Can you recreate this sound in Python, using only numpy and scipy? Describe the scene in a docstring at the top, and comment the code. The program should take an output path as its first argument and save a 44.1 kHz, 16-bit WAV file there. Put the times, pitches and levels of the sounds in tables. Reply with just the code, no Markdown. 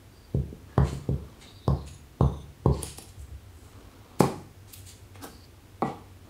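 """A low hum and a soft hiss fill a small boomy room, with faint thin squeaks now and then.
A stiff cardboard box is bumped on a glass table to loosen its tight lid; each thump booms in the room.
The lid rubs along the box, fingers shift on the paper, and nails or card edges slip off with clicks.
The lid leaves with a pop as air rushes in, is turned over, and is set down with a hollow knock."""
import sys
import numpy as np
from scipy import signal
from scipy.fft import rfft, irfft, next_fast_len
from scipy.io import wavfile
from scipy.ndimage import uniform_filter1d, map_coordinates

SR = 44100
rng = np.random.default_rng(int(sys.argv[2]) if len(sys.argv) > 2 else 0)


def transcribe(signal):
    """Save signal, clipped to [-1, 1], as a 16-bit WAV file at the path in sys.argv[1]."""
    frames = np.atleast_2d(signal).T
    limited = np.clip(frames, -1, 1)
    pcm = np.round(limited * 32767).astype(np.int16)
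    wavfile.write(sys.argv[1], SR, pcm)


N = 277521

# The colour of the room's hiss: f/Hz, level/dB
HISS_COLOUR = [(15, -39), (25, -9), (93, -1), (160, -18.5), (240, -12.5), (445, -19), (482, -20),
               (582, -24.5), (684, -23), (1020, -26), (1140, -27), (3340, -32), (4620, -34.5),
               (5280, -35.5), (15500, -40)]

def background():
    """A soft hiss and a wavering low hum go on throughout."""
    hiss = unit(filtered(rng.standard_normal(N), lambda f: amp(along(HISS_COLOUR, f))))
    hum = wavering_tone(N, hz=96.94, width_hz=10.7)
    return amp(-51.5) * hiss + amp(-54.5) * hum


# The higher tones of a squeak: multiple of its pitch, level/dB added to its overtone level
SQUEAK_OVERTONES = [(1.71, 0), (2.54, -4)]
# Faint thin squeaks: t/s, length/s, f/Hz, width/Hz, level/dB, overtone level/dB
THIN_SQUEAKS = [(.11, .14, 4700, 400, -66.5, -20), (.68, .1, 1693, 140, -58, -20),
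                (1.39, .26, 3817, 400, -58, -21), (1.42, .17, 4600, 370, -62.5, -21),
                (1.74, .1, 4100, 900, -60, -20), (1.85, .1, 3950, 520, -67, 7.5),
                (2.19, .21, 3620, 370, -60, -4.5), (2.7, .1, 4400, 900, -56, -20),
                (5.26, .18, 4600, 800, -60.5, -15)]

def squeaks(flutter_db=3):
    """Narrow bands of hiss with two overtones swell, flutter and fade."""
    out = np.zeros(N)
    for s, length, hz, width_hz, db, overtones_db in THIN_SQUEAKS:
        tone = wavering_tone(SR, hz, width_hz)
        for multiple, own_db in SQUEAK_OVERTONES:
            tone += amp(overtones_db + own_db) * wavering_tone(SR, multiple * hz, width_hz)
        wobble = unit(uniform_filter1d(rng.standard_normal(SR), size=900))
        flutter = unit(amp(flutter_db * wobble))
        swell = held(0, length, attack_s=.04, release_s=.055)[:SR]
        add(out, s, amp(db) * swell * flutter * tone)
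    return out


# The notes of the full box on the table: f/Hz, width/Hz, level/dB
BOX_NOTES = [(99, 53, 2), (430, 241, -3), (545, 206, -3), (800, 210, -10.5), (1072, 136, -9)]
# The box lands or is pressed down: t/s, level/dB, hardness/Hz, panel f/Hz, panel's share/dB
BOX_BUMPS = [(.3458, 24.3, 490, 344, -26), (.527, 2, 480, 243, 6), (.7786, 29.3, 1950, 1880, -25),
             (.928, 14.5, 397, 302, -11.5), (1.0887, 23, 560, 420, -16), (1.6788, 26.6, 1150, 1800, -24),
             (2.208, 29, 1245, 443, -32), (2.6592, 28, 1300, 406, -6), (3.171, 15.5, 81, 400, -30),
             (3.289, 14, 81, 400, -30)]

def box_bumps(edge_lead_s=0.0089, edge_db=-24):
    """One edge grazes the glass, then the heavy box thumps down, rings one panel and ticks."""
    out = np.zeros(N)
    for s, db, hardness_hz, panel_hz, panel_db in BOX_BUMPS:
        thump = amp(db) * blow(BOX_NOTES, hardness_hz)
        panel = amp(db + panel_db) * blow([(panel_hz, 170, 0)], hardness_hz)  # 170 Hz wide
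        tick_db = db - 73.5 + 4 * np.log2(hardness_hz / 1000)  # harder contacts tick more
        add(out, s - edge_lead_s, amp(db + edge_db) * blow(BOX_NOTES, min(hardness_hz, 700)))
        add(out, s, room(thump - panel, wet_db=-1) + boom(thump))
        add(out, s, room(amp(tick_db) * tick(pitch_hz=3600, life_s=0.0032), wet_db=-6))
    return out


# The colour of the lid rubbing on the box: f/Hz, level/dB
SLIDE_COLOUR = [(100, -9), (300, 2), (700, -6.5), (1150, -4.5), (1700, -17), (4000, -18.5), (12000, -35)]
# Pulls on the lid: t/s, length/s, level/dB
LID_PULLS = [(.63, .85, -57), (3.6, .58, -56.5), (6.22, .1, -55)]

def lid_slide():
    """The tight lid rubs faintly as it creeps along the box."""
    pull = sum(amp(db) * held(s, length, attack_s=.06, release_s=.07) for s, length, db in LID_PULLS)
    return pull * unit(filtered(friction(N), lambda f: amp(along(SLIDE_COLOUR, f))))


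# Skin slides on paper: loudest t/s, rise/s, level/dB, brightness/dB per octave
FINGER_RUBS = [(.875, .038, -47.3, -6.5), (.938, .035, -54, 1.5), (1.427, .027, -52, -7),
               (1.878, .014, -49, -3.5), (2.795, .065, -51.5, -6.5), (2.868, .05, -46, -2.5),
               (3.21, .025, -58.5, 4), (3.62, .1, -64.5, 4), (4.705, .028, -55.5, -2.5),
               (4.781, .033, -54.5, 6), (4.889, .027, -47.5, .5), (5.87, .035, -51.5, -9)]

def finger_rubs():
    """Fingers shift their grip in short strokes."""
    out = np.zeros(N)
    for s, rise_s, db, tilt_db in FINGER_RUBS:
        rub = amp(db) * stroke(rise_s, 1.1 * rise_s, tilt_db, rasp_hz=7100)
        add(out, s - .5, room(rub, wet_db=-5))
    return out


# A nail or card edge slips: t/s, click level/dB, scrape level/dB, f/Hz
EDGE_SNAPS = [(1.6788, -37, -70, 5000), (2.8315, -22.5, -42, 11000), (2.983, -34.5, -55, 5500),
              (2.985, -32.5, -46, 10400), (3.024, -38, -52, 10800), (3.091, -46, -56, 7200),
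              (4.206, -24, -46, 5830), (4.7385, -32, -45, 13500), (5.157, -48, -55.5, 2300),
              (5.229, -49, -49, 5400), (5.2425, -37.5, -42, 13000), (5.8207, -42, -66, 3840)]

def edge_snaps():
    """Nails and card edges scrape briefly and slip off with dry clicks."""
    out = np.zeros(N)
    for s, click_db, scrape_db, pitch_hz in EDGE_SNAPS:
        tilt_db = 2.5 * np.log2(pitch_hz / 9000)  # higher scrapes are brighter
        scrape = amp(scrape_db) * stroke(rise_s=.012, fall_s=.012, tilt_db=tilt_db, rasp_hz=pitch_hz)
        add(out, s - .5, room(scrape, wet_db=-5))
        click = amp(click_db) * tick(pitch_hz, life_s=0.0015, ping_db=14.5, ping_octaves=0.3)
        add(out, s, room(click, wet_db=-6))
    return out


# The notes of the hollow lid: f/Hz, width/Hz, level/dB
LID_NOTES = [(140.6, 34, -12.5), (236, 18, 3.5), (312, 30, 2.5), (460, 58, 0), (795, 98, -0.5),
             (1150, 130, -5.5), (1370, 155, -15.5), (1950, 40.3, -15), (2250, 110, -21)]
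# The lid is touched, knocked and set down: t/s, level/dB, hardness/Hz
LID_TAPS = [(4.2398, 18.5, 1720), (4.2815, 6, 1080), (2.831, 3.5, 1110), (2.984, 2, 1090),
            (5.1554, -4, 3510), (5.2414, 4, 2520), (5.281, 2.5, 420), (5.8208, 21, 4080), (5.826, 22, 1657)]

def lid_taps():
    """The hollow lid rings when it meets fingers or the table."""
    out = np.zeros(N)
    for s, db, hardness_hz in LID_TAPS:
        knock = amp(db) * blow(LID_NOTES, hardness_hz)
        add(out, s, room(knock, wet_db=-2) + amp(0.5) * boom(knock))
    return out


# The notes of the air inside the lid: f/Hz, width/Hz, level/dB
AIR_NOTES = [(168, 99, 3.5), (389, 109, 3), (554, 113, -3.5), (825, 85, -2.5), (1080, 140, -9),
             (2440, 300, -25.5)]

def lid_pop(free_s=4.2045, rush_after_s=.023):
    """The rim scrapes free, the suction under the lid lets go, air rushes in and rings briefly."""
    out = np.zeros(N)
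    puff = amp(31) * blow(AIR_NOTES, hardness_hz=2380, low_hz=120)
    add(out, free_s, room(puff, wet_db=-3.5) + amp(-11) * boom(puff))
    rim = amp(-30) * stroke(rise_s=.0075, fall_s=.006, tilt_db=2, rasp_hz=2400)
    rush = amp(-42) * stroke(rise_s=.025, fall_s=.014, tilt_db=-4.5, rasp_hz=11300)
    add(out, free_s - .5, room(rim, wet_db=-5))
    add(out, free_s + rush_after_s - .5, room(rush, wet_db=-5))
    return out


# The notes of the lid's walls while it is held: f/Hz, width/Hz, level/dB
HELD_LID_NOTES = [(273, 27, 8.5), (410, 290, -5), (840, 140, -4), (1270, 140, -4), (1570, 190, -8)]

def lid_turn(peak_s=5.248, fade_s=.019):
    """The lid scuffs hollowly as it turns in the palm."""
    t = np.arange(N) / SR - peak_s
    swell = amp(-37.5) * np.exp(-np.abs(t) / fade_s)
    scuff = swell * unit(filtered(friction(N), lambda f: ring(HELD_LID_NOTES, f)))
    return room(scuff, wet_db=-10)


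def wavering_tone(size, hz, width_hz):
    """Noise narrowed to a thin band around one pitch."""
    return unit(filtered(rng.standard_normal(size), lambda f: ring([(hz, width_hz, 0)], f) ** 2))


def blow(modes, hardness_hz, low_hz=60):
    """One push rings a body's notes; a harder contact lets more treble through."""
    push = signal.unit_impulse(SR)
    return filtered(push, lambda f: ring(modes, f) * soften(f, hardness_hz) * 1j * f / (low_hz + 1j * f))


# How long the room's echo lasts: f/Hz, time/s to fade by 60 dB
ECHO_FADE = [(100, 0.81), (400, 0.4), (1100, 0.44), (3000, 0.41), (8000, 0.5), (15000, 0.29)]
# The colour of that echo against the direct sound: f/Hz, level/dB
ECHO_COLOUR = [(60, -4), (170, -8.5), (300, -1), (1000, -2), (3000, 6), (12000, -1)]

def room(x, wet_db, build_s=0.007):
    """A sound plus its wash of echoes, which is new for every place of the hand."""
    hz, t, noise = signal.stft(rng.standard_normal(SR // 2), SR, nperseg=256)
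    shape = amp(-60 * t / along(ECHO_FADE, hz)[:, None]) * (1 - np.exp(-t / build_s))
    energy = np.sum(shape ** 2, axis=1, keepdims=True) * t[1] * SR
    shape *= amp(along(ECHO_COLOUR, hz))[:, None] / np.sqrt(energy)
    tail = signal.istft(noise * shape, SR, nperseg=256)[1]
    return x + amp(wet_db) * signal.fftconvolve(x, tail)[:len(x)]


# Bass bouncing off the walls: delay/s, level/dB
WALL_ECHOES = [(0.0081, 7), (0.0228, 7.5), (0.0285, -11.5), (0.0372, 8.5), (0.043, -1.3), (0.0519, 6.5),
               (0.0661, 2.9)]
# The room's own deep notes (standing waves): f/Hz, width/Hz, level/dB
ROOM_NOTES = [(51, 3.2, -4), (70.9, 3.52, 20.5), (140.3, 2, 13.5), (175.4, 5.35, 19.5)]

def boom(x, bass_hz=150):
    """A knock drives the room's bass: wall echoes and standing waves."""
    echoes = lambda f: sum(amp(db) * np.exp(-2j * np.pi * f * delay) for delay, db in WALL_ECHOES)
    return filtered(x, lambda f: echoes(f) / (1 + (f / bass_hz) ** 4) + ring(ROOM_NOTES, f, sign=0.82))


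# The colour of paper, in ticks and strokes: f/Hz, level/dB
PAPER_COLOUR = [(200, -80), (700, -11), (1500, -4.5), (3000, 3), (4500, 4), (5800, -1), (7500, 3),
                (9700, 4.5), (12000, -3), (15000, -7.5)]

def tick(pitch_hz, life_s, ping_db=11, ping_octaves=0.48):
    """A tiny crack of paper with one ringing pitch."""
    t = np.arange(SR) / SR
    ping = lambda f: ping_db * np.exp(-(np.log2((f + 1) / pitch_hz) / ping_octaves) ** 2)
    colour = lambda f: amp(along(PAPER_COLOUR, f) + ping(f))
    return unit(filtered(rng.standard_normal(SR), colour)) * np.exp(-t / life_s)


def friction(size, grain_db=4, grain_s=0.00076):
    """Paper fibres catch and slip: noise in tiny clumps of uneven size."""
    clumps = unit(uniform_filter1d(rng.standard_normal(size), max(int(grain_s * SR), 1)))
    return rng.standard_normal(size) * amp(grain_db * clumps)


def stroke(rise_s, fall_s, tilt_db, rasp_hz, rasp_db=6, rasp_octaves=0.32, ripple_db=2.4, ripple_hz=220):
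    """A rasping stroke over paper, loudest 0.5 s into a one-second sound."""
    t = np.arange(SR) / SR - .5
    swell = np.exp(-np.abs(t / np.where(t < 0, rise_s, fall_s)) ** 2.3)
    # every grip leaves other small notes of the card free to ring
    grip = rng.standard_normal(400)
    ripple = lambda f: ripple_db * map_coordinates(grip, [f / ripple_hz], order=1)
    tilt = lambda f: tilt_db * np.log2(np.maximum(f, 500) / 5000)
    rasp = lambda f: rasp_db * np.exp(-(np.log2((f + 1) / rasp_hz) / rasp_octaves) ** 2)
    colour = lambda f: amp(along(PAPER_COLOUR, f) + tilt(f) + rasp(f) + ripple(f))
    return swell * unit(filtered(friction(SR), colour))


def held(s, length, attack_s, release_s):
    """Gain that rises from time s, holds and dies away."""
    t = np.arange(N) / SR - s
    return np.clip(t / attack_s, 0, 1) * np.exp(-np.maximum(t - length, 0) / release_s)


def amp(db):
    """Decibels to gain."""
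    return 10 ** (np.asarray(db) / 20)


def unit(x):
    """Scale to rms 1."""
    return x / np.sqrt(np.mean(x ** 2) + 1e-20)


def along(points, hz):
    """(Hz, value) points read on a log axis."""
    f, v = np.transpose(points)
    return np.interp(np.log(hz + 1), np.log(f + 1), v)


def filtered(x, response):
    """x times a complex response of frequency."""
    size = next_fast_len(len(x) + SR // 8, real=True)
    return irfft(rfft(x, size) * response(np.fft.rfftfreq(size, 1 / SR)), size)[:len(x)]


def ring(modes, f, sign=-1):
    """Causal response of (Hz, width, dB) resonances."""
    return sum(sign ** k * amp(db) * 1j * f * w / (c * c - f * f + 1j * f * w)
               for k, (c, w, db) in enumerate(modes))


def soften(f, corner_hz):
    """A soft contact spreads the force in time: a steep low-pass."""
    return signal.freqs(*signal.butter(4, 1, analog=True), f / corner_hz)[1]


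def add(track, s, sound):
    """Mix a sound into the track from time s."""
    start = round(s * SR)
    sound, start = sound[max(-start, 0):], max(start, 0)
    track[start:start + len(sound)] += sound[:N - start]


def scene():
    """Everything, heard from one point above the table."""
    knocks = box_bumps() + lid_pop() + lid_taps()
    handling = finger_rubs() + edge_snaps() + squeaks() + lid_slide() + lid_turn()
    return (knocks + handling + background())[None]


def record(dry, ceiling=.9, top_hz=15700):
    """The microphone thins the deepest bass, rounds the biggest peaks and cuts the highest treble."""
    thin = signal.sosfilt(signal.butter(2, 30, "highpass", fs=SR, output="sos"), dry[0])
    rounded = thin / (1 + np.abs(thin / ceiling) ** 6) ** (1 / 6)
    return filtered(rounded, lambda f: f < top_hz)[None]


dry = scene()
out = record(dry)
transcribe(out)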